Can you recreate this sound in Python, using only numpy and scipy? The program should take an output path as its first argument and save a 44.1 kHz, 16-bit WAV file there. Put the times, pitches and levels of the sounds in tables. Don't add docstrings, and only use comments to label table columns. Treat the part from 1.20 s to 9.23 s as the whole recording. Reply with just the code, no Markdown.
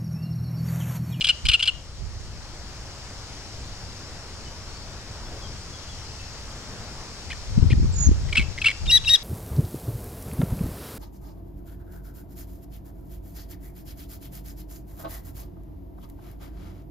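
import sys
import numpy as np
from scipy import signal
from scipy.fft import rfft, irfft
from scipy.io import wavfile
from scipy.ndimage import uniform_filter1d

SR = 44100
rng = np.random.default_rng(int(sys.argv[2]) if len(sys.argv) > 2 else 0)


def master_out(mix):
    frames = np.transpose(np.atleast_2d(mix))
    ceiling = np.clip(frames, -1, 1)
    pcm = np.round(ceiling * 32767).astype(np.int16)
    wavfile.write(sys.argv[1], SR, pcm)


N = 354120

# frequency in Hz, relative level in dB.
RUMBLE_TONE = [(12, -40), (20, -4), (65, -1.5), (110, -6.5), (190, -25), (300, -62), (900, -81)]
WASH_TONE = [(60, -11), (190, 5), (270, 1.5), (650, -0.5), (1040, -2), (1500, -4), (2450, -13.5),
             (4500, -34)]
HISS_TONE = [(900, -33.5), (1800, -5), (2700, -4), (3500, -2.5), (4800, 3.5), (5500, 4), (6200, -4),
             (6900, -8), (8300, -17), (10300, -23), (13000, -33), (15500, -45)]
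WIND_TONE = [(12, -35), (20, -6), (54, 5.5), (97, -0.5), (142, -9.5), (172, -13), (277, -24.5), (558, -37),
             (900, -49), (1170, -82), (1980, -120)]
# time in seconds, then relative levels of wash and hiss in dB.
BACKGROUND_LEVELS = [(0.0, -53.5, -48.5), (0.71, -55, -53.5), (1.43, -50, -50), (1.94, -50, -48.5),
                     (3.87, -49.5, -49.5), (4.16, -46.5, -49), (4.38, -50, -48), (5.1, -50, -48),
                     (5.63, -46.5, -48.5), (6.26, -50.5, -47.5), (6.55, -52, -49.5), (7.02, -50, -49),
                     (8.03, -52, -47.5)]
# time in seconds, strength in dB, left minus right in dB.
GUSTS = [
    [(0.2, -55, -6), (0.25, -26, -4), (0.298, -25, 13), (0.35, -56, 0), (0.496, -34.5, 7), (0.69, -47, -6),
     (0.85, -36.5, -18), (1.0, -37.5, -1.5), (1.22, -39.5, 6), (1.45, -40, -1)],
    [(6.05, -37.5, 1), (6.236, -37, -3), (6.33, -28.5, 12), (6.374, -18, -8), (6.44, -14.5, 29),
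     (6.48, -19.5, 1), (6.6, -9, -0.5), (6.704, -23, 0), (6.848, -24, 5), (6.892, -5, -5.5),
     (6.936, -23, -10), (7.06, -23.5, 5), (7.124, -31, 4.5), (7.19, -16, -5), (7.28, -30.5, 14),
     (7.388, -39, 3), (7.454, -31.5, 6), (7.56, -50, 0), (7.642, -22, -1), (7.72, -26.5, -2),
     (7.812, -36.5, 6), (7.894, -35.5, 9.5), (8.03, -54, 3)],
]
# time in seconds, peak in dB, width in ms, port (0 left, 1 right).
BIG_EDDIES = [(6.38, 1.5, 2.83, 0), (6.398, -13, 10, 0), (6.4294, 1, 3.8, 0), (6.503, -11, 5.2, 1),
              (6.53, -2, 3.2, 0), (6.5387, -8, 2.04, 1), (6.608, -7, 4.3, 1), (6.8752, -3.5, 5.3, 0),
              (6.8898, -3, 4.6, 0), (6.8933, -4, 1.8, 1), (7.197, -15, 2, 0)]
# start and length in seconds, first and last pitch in Hz, relative level in dB.
FAR_CHIRPS = [(3.253, .04, 3050, 2930, -48.5), (3.483, 0.028, 4400, 4300, -46),
              (3.53, 0.061, 4500, 4450, -48), (3.72, .025, 3680, 3660, -54), (4.05, .05, 3450, 3350, -53),
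              (4.203, 0.077, 3460, 3150, -47), (4.519, .065, 3500, 3290, -47),
              (4.679, 0.054, 3480, 3270, -45.5), (4.99, .035, 2620, 2620, -47)]
# frequency in Hz, left minus right in dB, left's lead in radians.
FROM_FRONT = [(1500, 1.5, -.3), (2800, 2, -.5), (3900, 4, -.55), (4800, 4, -.8), (5850, .8, -2.1),
              (6800, -8.8, -2.1), (7800, -10.5, -1.2), (9700, -12, -.8), (11700, -6.7, -.7), (13600, -8, 0)]
FROM_AROUND = [(60, 1.2, -.1, .88), (600, 1.85, -.17, .92), (1400, 1.6, -.25, .72), (2750, 2.4, -1.3, .4),
               (4100, 6.8, -3.1, .45), (4900, 9, -4, .5), (5600, 6, -4.9, .45), (6900, -6, -5.6, .42),
               (7800, -7.4, -5.7, .27), (10300, -3, -6.3, .17), (13500, 0, -6.3, .4)]
# level in dB at 1, 2, 3.. times half the strongest pitch.
CROAK_HARMONICS = [-26, 0, -21, -37, -42, -41]
# frequency in Hz, width in Hz, relative level in dB.
THROAT_RINGS = [(1710, 900, -2.5), (2425, 150, 2), (3100, 800, 8.5), (4020, 330, 6.5), (4784, 550, 5.5)]
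SYLLABLE_PULSES = { "tick": [(0, -4, -0.603, 4, 0.76), (6.3, -0.5, -0.0019, 3.06, 0.24),
                   (13, -4, -0.289, 6, 0.31)], "chack": [(0, 0, 0, 8.2, 0.7),
                   (8.5, -0.5, -0.511, 7.2, 0.17), (15, -10.5, -1.497, 6.74, 0.17)],
                   "stutter": [(0, 2, 0, 6.66, 0.74), (8.5, -1.5, -2, 6.38, 0.35)],
                   "churr": [(0, -2, .6, 8.75, 0.62), (6.5, 0, -0.03, 7.8, 0.08),
                   (13.5, -3, 0.03, 6.3, 0.05), (18.5, -8, -0.69, 8, 0.06)], "grunt": [(0, -1, -2, 7.5, .5),
                   (7, -2, 1.3, 4.5, .45), (13.3, 0, 0, 8, .35), (25.8, -2.5, -4, 7, .4)],
                   "nudge": [(0, -1, 0.51, 3.5, 0.17), (6.5, 1.5, -0.086, 2.9, 0.2),
                   (14, -11.5, -0.196, 6, 0.2)], "cluck": [(0, 1, 0.0076, 8.1, 0.28),
                   (7.5, -15.5, 0.44, 5, .4)], "croak": [(0, 0.5, -0.48, 8.5, 0.28),
                   (7.2, 1.5, 0.055, 10.3, 0.1), (13.8, -4.5, 0.27, 7.3, 0.14)],
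                   "rattle": [(0, 0, -0.01, 5.7, 0.24), (8.2, -4, -0.35, 5, 0.15),
                   (18.2, -7.5, -0.11, 6.2, .2), (28.5, -11, -0.69, 7, 0.4)],
                   "scrape": [(0, -15, -9, 6.5, 0.72), (8, -8, -9.5, 5, 0.6), (52.8, 0.5, 1, 12, 0.66),
                   (121, -12, 3, 8.7, 0.7)], }
# start in seconds, kind, level in dB, strongest pitch in Hz, roughness factor.
SYLLABLES = [(0.0106, "tick", -16, 3007, 0.8), (0.0455, "chack", -16.5, 3240, 1.12),
             (0.0715, "stutter", -19, 3100, .9), (0.0906, "churr", -11, 2937, 1.36),
             (0.2552, "tick", -16, 3098, 2.05), (0.2892, "chack", -11.5, 3120, 1.05),
             (0.3173, "stutter", -19.5, 2750, 0.77), (0.3371, "churr", -11, 2860, .95),
             (0.396, "tick", -17, 2940, 0.55), (0.4291, "chack", -16.5, 3130, 0.96),
             (0.4582, "stutter", -25, 3000, 1.4), (0.4775, "churr", -14, 2930, 0.72),
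             (6.1052, "grunt", -31, 2370, 0.97), (6.5046, "grunt", -30, 2390, 0.88),
             (7.089, "nudge", -39.5, 1977, 1.86), (7.13, "cluck", -23.5, 2270, 1.14),
             (7.157, "cluck", -19.5, 2250, .9), (7.1725, "croak", -15.5, 2680, 1.3),
             (7.196, "rattle", -19.5, 2310, 1.05), (7.3798, "nudge", -27.5, 2080, .8),
             (7.42, "cluck", -21, 2620, 0.99), (7.4473, "cluck", -18, 2324, 1.14),
             (7.4617, "croak", -13, 2720, 0.79), (7.4849, "rattle", -15.5, 2280, 1.05),
             (7.66, "scrape", -23.5, 4810, 1), (7.8408, "scrape", -21, 4720, 1)]
# frequency in Hz, relative level in dB.
BEAK_TONE = [(1900, -26), (2800, -7), (3900, -1.5), (5800, -20), (7800, -37), (8500, -40), (9700, -39.5),
             (11600, -36), (13600, -75)]
# time in seconds, level in dB, pitch in Hz.
SEEP_PATH = [(6.724, -55, 7500), (6.734, -49, 7440), (6.775, -41, 6680), (6.81, -34, 6790),
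             (6.832, -31, 6780), (6.85, -32, 6560), (6.872, -28.5, 6470), (6.88, -46, 6480),
             (6.93, -54.5, 6500)]
# delay in seconds, level change in dB, pitch change in semitones.
WHISTLE_NOTES = [
    [(0, -19, 0.52), (.009, -16, 0.068), (.018, -10, 0.055)],
    [(.019, -16, -1.03), (.026, -6.5, -0.068), (.033, -8, -0.19), (.04, -23, -0.14)],
    [(.036, -11, -0.9), (.045, -3.5, 0.05), (.058, 0, 0), (.072, -1, 0), (.081, 1.5, .05),
     (.093, -1.5, 0.2), (.099, -4, -1.85), (.104, -12, -2.5), (.109, -34, -1.5)],
]
# start in seconds, level in dB, three note pitches in Hz,
# then the held note's early dip in dB and its extra length in ms.
WHISTLE_CALLS = [(7.676, -10, 3640, 2843, 1943, 0, 1.5), (7.8558, -9.5, 3790, 2804, 1898, 5.5, 2.5)]

TOP_HZ = 15750


def gain_of(db):
    return 10 ** (np.asarray(db) / 20)


def unit_level(x):
    return x / np.sqrt(np.mean(x ** 2) + 1e-20)


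def look_up(table, hz):
    f, *columns = np.transpose(table)
    return np.array([np.interp(np.log(hz + 1), np.log(f + 1), c) for c in columns])


def add(mix, s, sound):
    part = mix[round(s * SR):][:len(sound)]
    part += sound[:len(part)]


def wobble(size, top_hz):
    smooth = signal.butter(2, top_hz, fs=SR, output="sos")
    return unit_level(signal.sosfilt(smooth, rng.standard_normal(size + SR))[SR:])


def river(rumble_db=-20., wash_db=9.5, hiss_db=5.5, patchy_db=.98):
    frames, hz = N // 256 + 5, np.fft.rfftfreq(1024, 1 / SR)
    t = np.arange(frames) * 256 / SR
    a, b, c, d, patches = rng.standard_normal((frames, 513, 5)).T
    patches = unit_level(uniform_filter1d(uniform_filter1d(patches, 12, 0), 14, 1))
    s, wash, hiss = np.transpose(BACKGROUND_LEVELS)
    layers = [(RUMBLE_TONE, np.full_like(s, rumble_db)),
              (WASH_TONE, wash + wash_db), (HISS_TONE, hiss + hiss_db)]
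    power = sum(gain_of(2 * (look_up(tone, hz).T + np.interp(t, s, db))) for tone, db in layers)
    balance_db, lead, alike = look_up(FROM_AROUND, hz)[:, :, None]
    alike = np.clip(alike, 0, 1)
    left, unrelated = a + 1j * b, c + 1j * d
    right = (alike * left * np.exp(-1j * lead) + np.sqrt(1 - alike ** 2) * unrelated) / gain_of(balance_db)
    spectra = np.array([left, right]) * np.sqrt(power) * gain_of(patchy_db * patches)
    return signal.istft(spectra, nperseg=1024, noverlap=768)[1][:, :N] / 8


def far_birds(waver=.013):
    out = np.zeros(N)
    for s, length, start_hz, end_hz, db in FAR_CHIRPS:
        n = round(length * SR)
        hz = np.linspace(start_hz, end_hz, n) * (1 + waver * wobble(n, 90.))
        level = gain_of(db + 2.1 * wobble(n, 120.)) * signal.windows.tukey(n, .6)
        add(out, s, np.sqrt(2) * level * np.sin(2 * np.pi * np.cumsum(hz) / SR))
    return out


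def small_eddies(above_db, gap_s=.014, peak_db=-12.5, spread_db=1, min_ms=1.2, max_ms=3.06):
    slots = np.arange(0, N / SR, gap_s)
    late, size, width, port = rng.random((len(slots), 4)).T
    s = slots + late * gap_s
    gust_db = np.max([np.interp(s, *np.transpose(rows)[:2], -99, -99) for rows in GUSTS], 0)
    columns = [s, peak_db + spread_db * (2 * size - 1), min_ms + (max_ms - min_ms) * width, port]
    return list(np.transpose(columns)[gust_db > above_db])


def wind(calm_db=-39., lumpy_db=3., cap_db=-18.):
    t = np.arange(N) / SR
    tone = gain_of(look_up(WIND_TONE, np.fft.rfftfreq(N, 1 / SR))[0])
    gusts = [np.transpose(rows) for rows in GUSTS]
    out = np.zeros((2, N))
    for port, side in enumerate((.5, -.5)):
        spells_db = [np.interp(t, s, db + side * pan_db, -99, -99) for s, db, pan_db in gusts]
        power = sum(gain_of(2 * np.minimum(db, cap_db)) for db in spells_db)
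        noise = irfft(rfft(rng.standard_normal(N)) * tone, N)
        lumps = gain_of(lumpy_db * np.clip(wobble(N, 25.), -2, 1.3))
        out[port] = np.sqrt(np.maximum(power - gain_of(2 * calm_db), 0)) * unit_level(noise * lumps)
    around_s = np.arange(-.03, .03, 1 / SR)
    for s, db, ms, port in BIG_EDDIES + small_eddies(cap_db):
        x = (around_s / ms * 1900) ** 2
        thump = -gain_of(db) * (1 - .5 * x) * np.exp(-x / 3)
        add(out[round(port)], s - .03, thump)
    return out


def riverbank(x, fade_s=.42, tail_db=-19., echo_db=-32., echo_s=.068):
    slots = np.arange(200, SR // 2, 20)
    delays = slots + rng.integers(0, 20, (2, len(slots)))
    bounces = rng.choice([-1., 1.], delays.shape) * gain_of(-60 * delays / SR / fade_s)
    echoes = np.zeros((2, SR // 2 + 20))
    np.put_along_axis(echoes, delays, bounces, 1)
    echoes *= gain_of(tail_db) / np.linalg.norm(echoes[0])
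    echoes[:, round(echo_s * SR)] += gain_of(echo_db)
    left, right = signal.fftconvolve(x[None], echoes, axes=1)[:, :N]
    balance_db = look_up(FROM_AROUND, np.fft.rfftfreq(N, 1 / SR))[0]
    return np.array([left, irfft(rfft(right) / gain_of(balance_db), N)])


def ports(x):
    db, lead = look_up(FROM_FRONT, np.fft.rfftfreq(N, 1 / SR))
    return np.array([x, irfft(rfft(x) * gain_of(-db) * np.exp(-1j * lead), N)])


def air_pulses():
    for s, kind, db, hz, rougher in SYLLABLES:
        for delay_ms, change_db, semitones, ms, rough in SYLLABLE_PULSES[kind]:
            yield s + delay_ms / 1000, db + change_db, hz * 2 ** (semitones / 12), ms, rough * rougher


def croaks(rise=.8, throb_db=2.2, jitter=.055, sag=.025, focus_db=8.):
    t = np.arange(N) / SR
    power, pitch, harsh = np.full((3, N), 1e-12)
    for s, db, hz, ms, rough in air_pulses():
        span = slice(max(round((s - .03) * SR), 0), round((s + .03) * SR))
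        late = (t[span] - s) / ms * 2000
        puff = gain_of(2 * db) * 4. ** -(np.where(late < 0, -late / rise, late * rise) ** 3)
        power[span] += puff
        pitch[span] += puff * hz / 2 * (1 - sag * np.clip(late, -2, 2))
        harsh[span] += puff * np.clip(rough, 0, 1)
    pitch, harsh = pitch / power, np.minimum(harsh / power, 1)
    cycles = np.cumsum(pitch * (1 + jitter * np.sqrt(harsh + .063) * wobble(N, 530.))) / SR
    tone = np.sqrt(2) * sum(gain_of(db) * np.cos(2 * np.pi * k * cycles)
                            for k, db in enumerate(CROAK_HARMONICS, 1))
    air = rng.standard_normal(N)
    weights = [gain_of(db - focus_db * abs(np.log2(hz / (2 * pitch)))) for hz, _, db in THROAT_RINGS]
    rasp = sum(w * unit_level(ring(air, hz, width)) for w, (hz, width, _) in zip(weights, THROAT_RINGS))
    rasp /= np.sqrt(sum(w ** 2 for w in weights))
    airy_top = unit_level(ring(ring(air, 7300, 2550), 7300, 2550))
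    breath = gain_of(-38) * airy_top * (1 + 2.1 * harsh)
    throb = gain_of(throb_db * np.sqrt(harsh) * np.clip(wobble(N, 320.), -2, 1.2))
    voice = np.sqrt(1 - harsh) * tone + np.sqrt(harsh + .0049) * rasp + breath
    return np.sqrt(power) * throb * voice


def ring(x, hz, width_hz):
    b, a = signal.iirpeak(hz, hz / width_hz, SR)
    return signal.lfilter(b, a, signal.lfilter(b, a, x))


def seep(switch_s=6.831):
    s, db, hz = np.transpose(SEEP_PATH)
    t = np.arange(s[0], s[-1], .0005)
    flutter = t > switch_s
    rate_hz = np.where(flutter, 145., 46.)
    swing_db, swing_hz = np.where(flutter, 3.5, 4.5), np.where(flutter, 40., 130.)
    swing = np.cos(2 * np.pi * rate_hz * (t - switch_s))
    return t, np.interp(t, s, db) + swing_db * swing, np.interp(t, s, hz) + swing_hz * swing


def whistle(s, db, lead_hz, turn_hz, held_hz, dip_db, linger_ms):
    dip_s = (.04, .072, .08)
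    for note, hz in zip(WHISTLE_NOTES, (lead_hz, turn_hz, held_hz)):
        delay, change_db, semitones = np.transpose(note)
        change_db = change_db - dip_db * np.interp(delay, dip_s, [0, 1, 0])
        times = s + delay + (delay > dip_s[2]) * linger_ms / 1000
        yield times, db + change_db, hz * 2 ** (semitones / 12)


def sing(mix, path, tone_db, waver, grit_db):
    s, db, hz = path
    t = np.arange(s[0] - .002, s[-1] + .0034, 1 / SR)
    hz = np.interp(t, s, hz) * (1 + waver * wobble(len(t), 294.))
    db = np.interp(t, s, db)
    harmonic_hz = np.arange(1, 8)[:, None] * hz
    weight_db = tone_db(harmonic_hz) - 99 * (harmonic_hz > TOP_HZ)
    weight_db += .12 * (db + 3) * (harmonic_hz > 6500)
    waves = np.cos(2 * np.pi * np.cumsum(harmonic_hz, axis=1) / SR)
    note = (gain_of(weight_db - weight_db.max(0)) * waves).sum(0)
    grit = 1 + gain_of(grit_db) * wobble(len(t), 868.)
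    fade = signal.windows.tukey(len(t), 300 / len(t))
    add(mix, t[0], np.sqrt(2) * gain_of(db) * note * grit * fade)


def warbler():
    song = croaks()
    for call in WHISTLE_CALLS:
        for path in whistle(*call):
            sing(song, path, lambda hz: look_up(BEAK_TONE, hz)[0], waver=.0035, grit_db=-22.)
    sing(song, seep(), lambda hz: -55 * np.log2(hz / hz[0]), waver=.01, grit_db=-24.)
    return song


def scene():
    song, far = warbler(), far_birds()
    return ports(song + gain_of(-3.) * far) + riverbank(song + gain_of(13.) * far) + river() + wind()


def record(dry):
    squashed = np.sign(dry) * (.6 + .39 * np.tanh((abs(dry) - .6) / .3))
    limited = np.where(abs(dry) < .6, dry, squashed)
    treble_cut = signal.firwin(511, TOP_HZ, window=("kaiser", 9), fs=SR)
    return signal.oaconvolve(limited, treble_cut[None], "same")


dry = scene()
out = record(dry)
master_out(out)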